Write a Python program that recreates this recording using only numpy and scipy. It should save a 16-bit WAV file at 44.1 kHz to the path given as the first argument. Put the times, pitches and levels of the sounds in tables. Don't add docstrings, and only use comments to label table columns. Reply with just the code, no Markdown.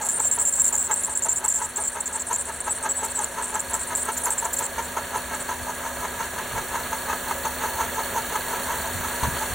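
import sys
import numpy as np
from scipy import signal
from scipy.fft import rfft, irfft, next_fast_len
from scipy.io import wavfile
from scipy.ndimage import uniform_filter1d

SR = 44100
rng = np.random.default_rng(int(sys.argv[2]) if len(sys.argv) > 2 else 0)


def store_wav(level_fs):
    pcm = np.round(np.clip(np.atleast_2d(level_fs), -1, 1) * 32767)
    wavfile.write(sys.argv[1], SR, pcm.T.astype(np.int16))


N = 420713
TIME = np.arange(N) / SR
STICK_S = .012

# start in seconds, length in seconds, relative level in dB,
# pitch in Hz.
SQUEAKS = [(0.015, 0.068, -28.5, 7390), (0.05, 0.025, -31.5, 10300), (.088, 0.021, -19.5, 7450),
           (0.114, 0.023, -27, 7700), (0.131, 0.057, -26.5, 8880), (0.197, 0.016, -21, 7530),
           (0.212, 0.036, -24.5, 8050), (0.247, 0.038, -20.5, 7490), (0.313, 0.029, -19.5, 7520),
           (0.343, 0.029, -28.5, 9900), (0.387, 0.044, -20, 7880), (0.452, 0.048, -20, 7410),
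           (0.524, 0.025, -21, 7570), (0.551, 0.05, -24.5, 7740), (0.597, 0.026, -17, 7580),
           (0.644, 0.016, -17, 7500), (0.664, 0.03, -20, 7400), (0.727, 0.013, -19.5, 7540),
           (0.741, 0.027, -22, 7060), (0.777, 0.053, -21.5, 7660), (0.841, 0.039, -27, 7750),
           (0.913, 0.037, -21, 7540), (0.96, 0.05, -25, 8300), (1.002, 0.037, -31.5, 9900),
           (1.035, 0.025, -22.5, 7530), (1.095, 0.047, -29.5, 8400), (1.153, 0.016, -21.5, 7670),
           (1.173, 0.0055, -16, 7700), (1.184, 0.017, -31.5, 9150), (1.223, 0.033, -22.5, 7300),
           (1.252, 0.017, -32, 9300), (1.286, 0.048, -21.5, 7390), (1.359, 0.029, -24, 7540),
           (1.443, 0.012, -19.5, 7580), (1.458, 0.0048, -19, 7600), (1.481, 0.012, -16.5, 7800),
           (1.496, 0.033, -22.5, 7350), (1.54, 0.045, -23, 7490), (1.583, 0.013, -29, 7370),
           (1.597, .018, -35, 9600), (1.617, 0.045, -28.5, 7800), (1.759, 0.023, -24.5, 7560),
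           (1.801, 0.031, -28, 8830), (1.837, 0.035, -26, 7700), (1.873, 0.018, -21.5, 7550),
           (1.919, 0.045, -35, 8640), (2.005, 0.0083, -20.5, 8200), (2.058, 0.026, -25, 7360),
           (2.127, 0.035, -29.5, 8040), (2.157, 0.014, -25, 8370), (2.196, 0.031, -25.5, 7500),
           (2.268, .029, -30.5, 8480), (2.329, 0.037, -25, 7330), (2.384, 0.042, -26.5, 8370),
           (2.454, .045, -36, 8600), (2.52, 0.034, -37.5, 8500), (2.604, 0.013, -26.5, 8600),
           (2.643, .034, -34.5, 8900), (2.709, 0.023, -25, 8700), (2.75, 0.03, -32, 8860),
           (2.827, 0.023, -29, 8600), (2.891, 0.034, -27, 7700), (2.965, 0.03, -28.5, 8600),
           (3.033, 0.034, -29, 8040), (3.044, .005, -25, 7670), (3.099, 0.026, -31, 8500),
           (3.151, 0.035, -28.5, 8120), (3.189, .006, -21, 7480), (3.21, 0.034, -30, 8540),
           (3.244, 0.005, -20.5, 7640), (3.423, 0.04, -28, 8200), (3.468, 0.052, -35, 9100),
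           (3.542, 0.018, -27, 7800), (3.594, 0.014, -21.5, 7420), (3.697, 0.019, -31, 10000),
           (3.735, 0.023, -22, 7680), (3.794, 0.049, -29.5, 8230), (3.872, 0.03, -34, 8800),
           (3.951, 0.014, -22.5, 7730), (3.966, 0.063, -28, 7980), (4.028, 0.0082, -24, 9110),
           (4.118, 0.038, -33, 8500), (4.168, 0.018, -24.5, 7160), (4.201, .012, -36, 9700),
           (4.237, 0.018, -23.5, 9800), (4.254, 0.0073, -21, 7320), (4.305, .005, -21, 8000),
           (4.313, 0.027, -25.5, 8300), (4.38, 0.023, -22.5, 7660), (4.447, 0.012, -23.5, 7500),
           (4.529, 0.018, -27, 7660), (4.566, 0.012, -24, 7550), (4.587, 0.007, -18, 7700),
           (4.626, 0.042, -27.5, 7800), (4.824, 0.048, -38, 7930), (5.169, 0.014, -32.5, 9300),
           (5.348, 0.0051, -22.5, 7510), (5.402, 0.029, -32, 8500)]


def slips(firm_db=-25.2, strays_per_s=26, stray_s=0.0218, fade_db_per_s=5, waxed_s=4.3):
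    release_hz = 9370 + 490 * rng.uniform(-1.14, 1, size=200)
    releases = [(start + length, min(0.0223, length), db - 13.5, hz)
                for (start, length, db, _), hz in zip(SQUEAKS, release_hz) if db > firm_db]
    starts, lengths = np.transpose(SQUEAKS)[:2]
    late, higher = rng.uniform(-1, 1, size=(200, 2)).T
    times = (np.arange(len(late)) + 1 + late / 2) / strays_per_s
    strays = []
    for s, hz in zip(times, 9400 + 544 * higher):
        crowded = np.any((s + stray_s + STICK_S > starts) & (s < starts + lengths / 2))
        if s < waxed_s and not crowded:
            strays.append((s, stray_s, -28.5 - fade_db_per_s * s, hz))
    return SQUEAKS + releases + strays


# frequency in Hz, relative spectral level in dB.
RASP_SPECTRUM = [(4500, -39), (5600, -30), (6500, -10), (7200, 29.5), (8200, 26), (9300, 13), (10100, 6),
                 (11300, -35), (12400, -30), (13500, 13), (14000, 6), (14700, -14), (15500, -7)]


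def squeaks(attack_s=0.0029, edge_s=0.0022, light_above_hz=8950, flick_hz_per_s=37000):
    tone, grip = np.zeros(N), np.zeros(N)
    t = np.arange(2 ** 12) / SR
    offset_hz = np.fft.fftfreq(len(t), 1 / SR)
    for (start, length, db, hz), draws in zip(slips(), rng.standard_normal(size=(300, 2, len(t)))):
        kicks = draws[0] + 1j * draws[1]
        half_width_hz = 0.55 * (430 + 66 * max(-21.5 - db, 0) + 27 * start)
        swing = level_out(np.fft.ifft(kicks / np.hypot(1, (offset_hz / half_width_hz) ** 2)), 0.027)
        pitch = hz + (hz > light_above_hz) * flick_hz_per_s * (t - length / 2)
        squeal = swing * np.exp(2j * np.pi * np.cumsum(pitch) / SR)
        sag_db = -0.5 * (np.minimum(t / length, 1) - .5)
        ramps = np.minimum(t / min(attack_s, length / 2), (length + edge_s - t) / edge_s)
        envelope = from_db(db + sag_db) * np.clip(ramps, 0, 1)
        at = max(int((start - edge_s) * SR), 0)
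        tone[at:at + len(t)] += np.sqrt(2) * envelope * (squeal + from_db(-23) * squeal ** 2).real
        grip[at:at + len(t)] += envelope ** 2
    chatter = rms_one(from_db(4 * drift(700)))
    rasp = np.sqrt(grip) * chatter * noise(RASP_SPECTRUM)
    return from_db(-3.5) * tone + from_db(-8) * rasp


# frequency in Hz, bandwidth in Hz, gain in dB.
SQUEAK_RINGS = [(7310, 113, -3.5), (7550, 150, -7.5), (9020, 510, -1), (15340, 60, 9)]


def squeak_ring(squeal):
    return sum(resonate(squeal, [mode]) for mode in SQUEAK_RINGS)


# start in seconds, length in seconds, level in dB.
CLEAN_WHISTLES = [(2.695, 0.033, -26), (2.894, 0.034, -25), (2.951, 0.066, -31), (3.04, 0.014, -31),
                  (3.088, .036, -42), (3.149, 0.026, -29)]


def clean_whistle(pitch_hz=7752, edge_s=0.0037, octave_db=-22):
    envelope = sum(from_db(db) * np.clip(np.minimum(TIME - s, s + length - TIME) / edge_s + .5, 0, 1)
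                   for s, length, db in CLEAN_WHISTLES)
    phase = 2 * np.pi * pitch_hz * TIME
    return np.sqrt(2) * envelope * (np.sin(phase) + from_db(octave_db) * np.sin(2 * phase))


# time in seconds, level in dB.
RUB_LEVEL = [(0, -45), (.6, -46), (1.7, -46), (2.4, -42.5), (3.3, -48), (4.3, -37), (4.75, -53), (5.6, -62)]
# frequency in Hz, relative spectral level in dB.
RUB_SPECTRUM = [(5600, -42), (6800, -7), (7800, 3.5), (8500, 7), (9400, -2), (10100, 3), (10700, -39),
                (12000, -40)]


def rubbing(grab_db=4.0, grain_db=3.5, stuck_db=-12):
    level_db, = in_time(RUB_LEVEL)
    stuck = np.zeros(N)
    for start, *_ in SQUEAKS:
        stuck[max(int((start - STICK_S) * SR), 0):int(start * SR)] = 1
    grabs = rms_one(from_db(grab_db * drift(70) + grain_db * drift(800)))
    return from_db(level_db + stuck_db * uniform_filter1d(stuck, size=90)) * grabs * noise(RUB_SPECTRUM)


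# time in seconds, relative peak level in dB.
SNAPS = [(0.0836, -44), (1.4426, -42), (1.4815, -49), (3.046, -39), (3.741, -41), (3.9679, -37),
         (4.1749, -36.5), (4.2567, -35), (4.3044, -39), (4.531, -33.5), (4.5885, -36.5)]


def snaps(rise_s=0.0025, fall_s=0.014):
    force = swells([(s + rise_s, db, rise_s, fall_s) for s, db in SNAPS])
    scratch = noise([(5000, -14), (7500, 4), (11000, -1.5), (12400, -3), (13500, 3), (15500, -14)])
    return from_db(8) * force * scratch


# time of the peak in seconds, relative
# peak level in dB, rise and fall time constants in seconds, brightness in dB.
SCUFFS = [(.018, -30.5, .009, .039, -2), (.205, -29, 0.019, 0.0089, -3), (.379, -33, .006, 0.039, 2),
          (.588, -36.5, 0.013, 0.011, 7), (.742, -32.5, .022, 0.017, 0.5), (.913, -26, .017, .02, 1.5),
          (1.075, -34, .006, .051, -2), (1.262, -26.5, 0.0068, 0.019, -3), (1.457, -28, 0.028, .012, 1.5),
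          (1.622, -31.5, 0.034, 0.033, 1), (1.781, -29.5, .005, 0.035, -4.5), (1.97, -30.5, .021, 0.03, 1),
          (2.162, -33.5, .043, .025, -2), (2.322, -27.5, 0.014, .019, -2.5), (2.496, -28.5, .013, 0.014, 1),
          (2.682, -24.5, .01, 0.014, -1), (2.859, -25, .019, .023, -1), (3.039, -27.5, 0.023, .024, -4),
          (3.197, -27.5, .015, 0.038, 0), (3.385, -28, 0.02, 0.047, 1.5), (3.559, -24.5, 0.016, 0.019, 0),
          (3.745, -27.5, .023, .024, 1.5), (3.931, -28, 0.027, .013, 4), (4.099, -27.5, .03, .018, 0),
          (4.279, -28.5, .032, 0.039, -2.5), (4.456, -25, 0.011, 0.018, -3), (4.61, -28.5, .011, .033, 1),
          (4.787, -26.5, .005, .024, -1), (4.979, -24.5, .006, 0.017, -2), (5.159, -23.5, 0.02, 0.02, -2),
          (5.345, -29.5, .037, .018, 6), (5.516, -27.5, .012, .018, -0.5), (5.703, -29.5, .035, .012, -1),
          (5.862, -29, 0.029, 0.028, 1), (6.054, -27, 0.038, .008, 2), (6.204, -25, .008, .028, 2),
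          (6.405, -33.5, .034, 0.019, 4), (6.585, -24.5, 0.024, 0.012, 0), (6.757, -25.5, .024, .03, 1),
          (6.931, -23.5, .006, 0.017, -1), (7.102, -25, .022, 0.025, 4), (7.303, -31.5, 0.051, .028, 0),
          (7.47, -27.5, 0.012, .018, -3), (7.642, -23.5, .021, 0.034, -0.5), (7.808, -22, 0.024, 0.03, -3),
          (7.991, -24.5, 0.023, 0.026, -1), (8.183, -24, 0.028, 0.016, -4), (8.36, -21, .011, 0.01, 2),
          (8.54, -28, 0.046, .036, -3), (8.708, -27, 0.033, .045, 4), (8.868, -29.5, .017, .018, -6),
          (9.048, -29.5, 0.016, .044, 7), (9.237, -22, 0.0089, .025, -2.5), (9.429, -26.5, .028, .018, 2)]
# frequency in Hz, bandwidth in Hz, relative gain in dB.
STICK_MODES = [(407, 71, -11.5), (658, 30.6, -2.5), (877.6, 33, 4.5), (988, 65, 1), (1120, 51, -6.5),
               (1250, 61, -5), (1319, 51, -2), (1650, 106, -6), (2198, 110, -15), (2685, 62, -16)]
# frequency in Hz, relative spectral level in dB.
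GRIT_SPECTRUM = [(200, -6), (400, -17), (750, -29), (1500, -35), (3000, 3.5), (4400, -1), (5100, -16),
                 (6300, 13.5), (7600, 4), (9500, -2), (11000, 2), (12500, -2), (15500, -35)]


def scuffs(slip_hz=440, jitter=.1, bright_above_hz=945, jolt_rise_s=0.0031, jolt_fall_s=0.0079):
    jolts = [(s, db - 2.5, jolt_rise_s, jolt_fall_s) for s, db in CATCHES]
    force = swells([row[:4] for row in SCUFFS] + jolts)
    cycles = np.floor(np.cumsum(slip_hz * (1 + jitter * drift(250))) / SR)
    pulses = np.diff(cycles, prepend=0) * from_db(3.8 * rng.standard_normal(N))
    judder = rms_one(pulses) + 0.93 * rng.standard_normal(N)
    brightness = from_db(in_time(SCUFFS)[-1] + .5)
    modes = ((-1) ** k * resonate(judder, [mode]) * (brightness if mode[0] > bright_above_hz else 1)
             for k, mode in enumerate(STICK_MODES))
    ringing = level_out(sum(modes), 0.023)
    ringing = np.interp(TIME + np.cumsum(.018 * drift(9)) / SR, TIME, ringing)
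    grit = noise(GRIT_SPECTRUM) * rms_one(from_db(0.65 * drift(500)))
    return force * (from_db(0.98) * ringing + from_db(-10.5) * grit)


# time in seconds, relative level in dB.
CATCHES = [(0.912, -28.5), (1.621, -31), (2.31, -25), (2.859, -35.5), (4.089, -26.5), (4.269, -26.5),
           (4.427, -24.5), (4.784, -28), (4.793, -31), (4.971, -23), (5.492, -22.5), (5.701, -33),
           (6.385, -26), (7.132, -22.5), (7.313, -22.5), (7.454, -18.5), (8.163, -24), (8.325, -23.5),
           (9.208, -34)]


def knocks():
    s, db = np.transpose(CATCHES)
    blows = np.zeros(N) + 1e-18
    blows[(s * SR).astype(int)] = from_db(db + 27)
    return resonate(blows, STICK_MODES)


# time in seconds, relative level in dB.
ENGINE_LEVEL = [(0.0, -37.5), (0.16, -38.5), (2.13, -39.5), (3.0, -37), (8.61, -32), (9.54, -31)]
# frequency in Hz, relative spectral level in dB.
ENGINE_SPECTRUM = [(20, -20), (45, -10), (65, 10.5), (110, -2), (200, 0.5), (310, -5.5), (400, 1),
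                   (580, 1.5), (780, -3), (950, 0), (1120, 0), (1290, 1), (1420, 0), (1600, 2),
                   (1900, -0.5), (2450, -7.5), (2900, -7.5), (4400, -9), (5100, -40)]
# turns per second, modulation depth in dB.
SHAFTS = [(16.8, 2.0), (44.1, 1.3), (56.5, 1.3), (73.3, 1.5)]
# frequency in Hz, bandwidth in Hz, relative gain in dB.
COVER_MODES = [(556.5, 11.3, 3.5), (682, 75, -3), (950.6, 33, 2.5), (1260, 115, -11), (2674, 21, -12.5)]


def engine(clatter_db=2.5):
    level_db, = in_time(ENGINE_LEVEL)
    throb = from_db(sum(db * np.sin(2 * np.pi * turns * TIME) for turns, db in SHAFTS))
    body = noise(ENGINE_SPECTRUM) * from_db(drift(60))
    rattle = rng.standard_normal(N) * throb * from_db(clatter_db * drift(150))
    covers = rms_one(resonate(rattle, COVER_MODES))
    return from_db(level_db) * (from_db(-2) * body + from_db(-7) * covers)


# time in seconds, firings per second.
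FIRING_RATE = [(0, 26.7), (5.8, 26.7), (6.6, 26.54), (7.4, 26.68), (8.6, 26.68), (9.54, 26.54)]
# position as a fraction of the firing period, relative level in dB.
CLICKS = [(0.01, -2), (0.26, -6), (0.68, -5.5)]
# frequency in Hz, relative spectral level in dB.
CLICK_SPECTRUM = [(1800, -16), (2700, 0.5), (3600, -4.5), (4500, 4.5), (5100, -33), (6200, -5), (7500, 3),
                  (9000, 7), (10000, 9.5), (10600, -16), (11300, -6), (11800, -40), (12800, -40),
                  (13400, 0), (15500, 4)]


def injectors(first_s=0.0127, tick_hz=4332, tick_fall_s=0.011, click_fall_s=.004):
    firings_per_s, = in_time(FIRING_RATE)
    firing, phase = np.divmod(np.cumsum(firings_per_s) / SR - first_s * firings_per_s, 1)
    cylinder_db = np.array([-3.0, -3.5, 1.5, -2.0])[firing.astype(int) % 4]
    strength = from_db(cylinder_db + 2.0 * drift(20))
    strike = rms_one(strength * np.exp(-phase / firings_per_s / tick_fall_s))
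    ticks = uniform_filter1d(strike, size=40) * narrow_noise(tick_hz, width_hz=70, steady_s=0.0056)
    decays = sum(from_db(db) * np.exp(-((phase - position) % 1) / firings_per_s / click_fall_s)
                 for position, db in CLICKS)
    clicks = rms_one(strength * decays) * noise(CLICK_SPECTRUM)
    level_db, = in_time(ENGINE_LEVEL)
    heard_db = level_db.mean() + 1.24 * (level_db - level_db.mean())
    return from_db(heard_db) * (from_db(-17) * ticks + from_db(-10.5) * clicks)


# frequency in Hz, relative level in dB.
HUM_LINES = [(26.7, -60), (53.4, -57.5), (80.1, -57), (250, -49), (372, -54.5), (555, -58.5)]


def hum(wander=0.00264):
    level_db, = in_time(ENGINE_LEVEL)
    uncovered = from_db(0.94 * (level_db - level_db.mean()))
    lines = np.zeros(N)
    for hz, db in HUM_LINES:
        amplitude = from_db(db + drift(5.8))
        lines += amplitude * np.sin(2 * np.pi * hz * np.cumsum(1 + wander * drift(6)) / SR)
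    return np.sqrt(2) * uncovered * lines


# frequency in Hz, bandwidth in Hz, relative gain in dB.
BEARING_MODE = [(1660, 88, 0)]


def bearing_whirr():
    level_db, = in_time(ENGINE_LEVEL)
    hz, width_hz, _ = BEARING_MODE[0]
    return from_db(level_db - 8.5) * narrow_noise(hz, width_hz, steady_s=0.051)


# frequency in Hz, relative level in dB.
HIGH_TONES = [(11197, -19.5), (13954, -14.5)]


def high_tones():
    level_db, = in_time(ENGINE_LEVEL)
    tones = sum(from_db(db - 0.5 * drift(2.99)) * np.sin(2 * np.pi * hz * TIME) for hz, db in HIGH_TONES)
    return np.sqrt(2) * from_db(level_db + 0.97 * (level_db - level_db.max())) * tones


# frequency in Hz, relative spectral level in dB.
HISS_SPECTRUM = [(5100, -22.5), (5700, -0.5), (6400, 0), (7400, 5.5), (8100, 0.5), (9000, 4), (9900, 3),
                 (10500, -29), (11300, 2.5), (12400, -86)]
FIZZ_SPECTRUM = [(12400, -42), (13300, 5.5), (14000, -1), (14700, 3), (15500, 5.5)]
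# time in seconds, relative level in dB.
FIZZ_LEVEL = [(0.0, -51.5), (0.74, -49), (1.09, -56.5), (3.4, -57), (4.09, -47), (5.61, -50), (7.65, -42.5),
              (9.54, -44.5)]


def belt_hiss():
    level_db, = in_time(ENGINE_LEVEL)
    fizz_db, = in_time(FIZZ_LEVEL)
    hiss = from_db(level_db - 5.5) * noise(HISS_SPECTRUM)
    fizz = from_db(fizz_db + 5.8) * noise(FIZZ_SPECTRUM)
    return (hiss + fizz) * from_db(drift(120))


# time of the peak in seconds, level in dB, Gaussian half-width in seconds.
BUFFETS = [(5.627, -37, .014), (5.99, -42, .022), (6.557, -34.5, 0.018), (6.615, -40, .012),
           (8.92, -48, 0.018), (8.961, -31, 0.01), (9.003, -35, 0.015), (9.241, -24, 0.0083),
           (9.279, -26, .011), (9.335, -36, .02), (9.53, -34, 0.017)]
# frequency in Hz, relative spectral level in dB.
BUFFET_SPECTRUM = [(20, -31), (50, -10), (80, -6), (140, -12.5), (250, -22), (450, -44), (1000, -80)]


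def buffets(side_db=-8):
    gusts = sum(from_db(db) * np.exp(-.5 * ((TIME - s) / half) ** 2) for s, db, half in BUFFETS)
    mid, side = (level_out(noise(BUFFET_SPECTRUM), 0.025) for _ in range(2))
    return gusts * (mid + from_db(side_db) * side * [[1], [-1]])


def engine_bay(x, width, spread_s):
    size = next_fast_len(N + 4096)
    hz = np.arange(size // 2 + 1) * SR / size
    knots = np.arange(0, SR / 2, 25)
    delay_s = spread_s * np.interp(hz, knots, rng.uniform(.2, 1, len(knots)))
    scattered = irfft(rfft(x, size) * np.exp(-2j * np.pi * np.cumsum(delay_s) * SR / size), size)[:N]
    return x + colour(scattered, width) * [[1], [-1]]


def from_db(db):
    return 10 ** (np.asarray(db) / 20)


def rms_one(x):
    return x / np.sqrt(np.mean(np.abs(x) ** 2) + 1e-20)


def level_out(x, seconds):
    return x / np.sqrt(uniform_filter1d(np.abs(x) ** 2, max(int(seconds * SR), 2)) + 1e-12)


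def in_time(rows):
    s, *columns = np.transpose(rows)
    return [np.interp(TIME, s, column) for column in columns]


def drift(per_s):
    knots = rng.standard_normal(N // 20)
    return rms_one(np.interp(TIME * per_s, np.arange(len(knots)), knots))


def swells(rows):
    force = np.zeros(N)
    for s, db, rise, fall in rows:
        near = slice(max(int((s - 10 * rise) * SR), 0), int((s + 10 * fall) * SR))
        force[near] += from_db(db) * np.exp(-np.maximum((s - TIME[near]) / rise, (TIME[near] - s) / fall))
    return force


def colour(x, points):
    size = next_fast_len(N + 4096)
    hz = np.maximum(np.arange(size // 2 + 1) * SR / size, 1)
    knots, db = np.transpose(points)
    gain = from_db(np.interp(np.log(hz), np.log(knots), db))
    roll_off = np.minimum(hz / knots[0], 1) ** 2 * np.minimum(knots[-1] / hz, 1) ** 2
    return irfft(rfft(x, size) * gain * roll_off, size)[..., :N]


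def noise(points):
    return rms_one(colour(rng.standard_normal(N), points))


def resonate(x, modes):
    out = 0
    for k, (hz, width, db) in enumerate(modes):
        r = np.exp(-np.pi * width / SR)
        ring = signal.lfilter([1, 0, -1], [1, -2 * r * np.cos(2 * np.pi * hz / SR), r * r], x)
        out = out + (-1) ** k * from_db(db) * (1 - r * r) / 2 * ring
    return out


def narrow_noise(hz, width_hz, steady_s):
    mode = [(hz, width_hz, 0)]
    return level_out(resonate(resonate(rng.standard_normal(N), mode), mode), steady_s)


# frequency in Hz, level
# of the side signal against the mid in dB.
FRICTION_WIDTH = [(300, -17), (900, -23.5), (1200, -11), (1500, -30), (2600, -5), (6000, -16),
                  (7500, -23.5), (9000, -21), (11500, -20), (16000, 0)]
IDLE_WIDTH = [(10, -18), (120, -20), (250, -21), (400, -13), (650, -17), (950, -17.5), (1200, -13.5),
              (1500, -23), (2000, -14), (2600, -5), (4500, -9), (7700, -10), (8400, -3), (16000, -4)]


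def scene():
    idle = engine() + injectors() + hum() + bearing_whirr() + high_tones() + belt_hiss()
    squeal = squeaks()
    friction = squeal + squeak_ring(squeal) + clean_whistle() + rubbing() + snaps() + scuffs() + knocks()
    foreground = engine_bay(friction, FRICTION_WIDTH, spread_s=0.0066)
    background = engine_bay(idle, IDLE_WIDTH, spread_s=0.037)
    return foreground + background + buffets()


def record(dry):
    right_db = np.interp(TIME, [3.5, 4.5], [0, .3])
    balanced = dry * from_db(right_db * [[-1], [1]])
    return signal.sosfilt(signal.ellip(12, .1, 90, 15800, fs=SR, output="sos"), balanced)


dry = scene()
out = record(dry)
store_wav(out)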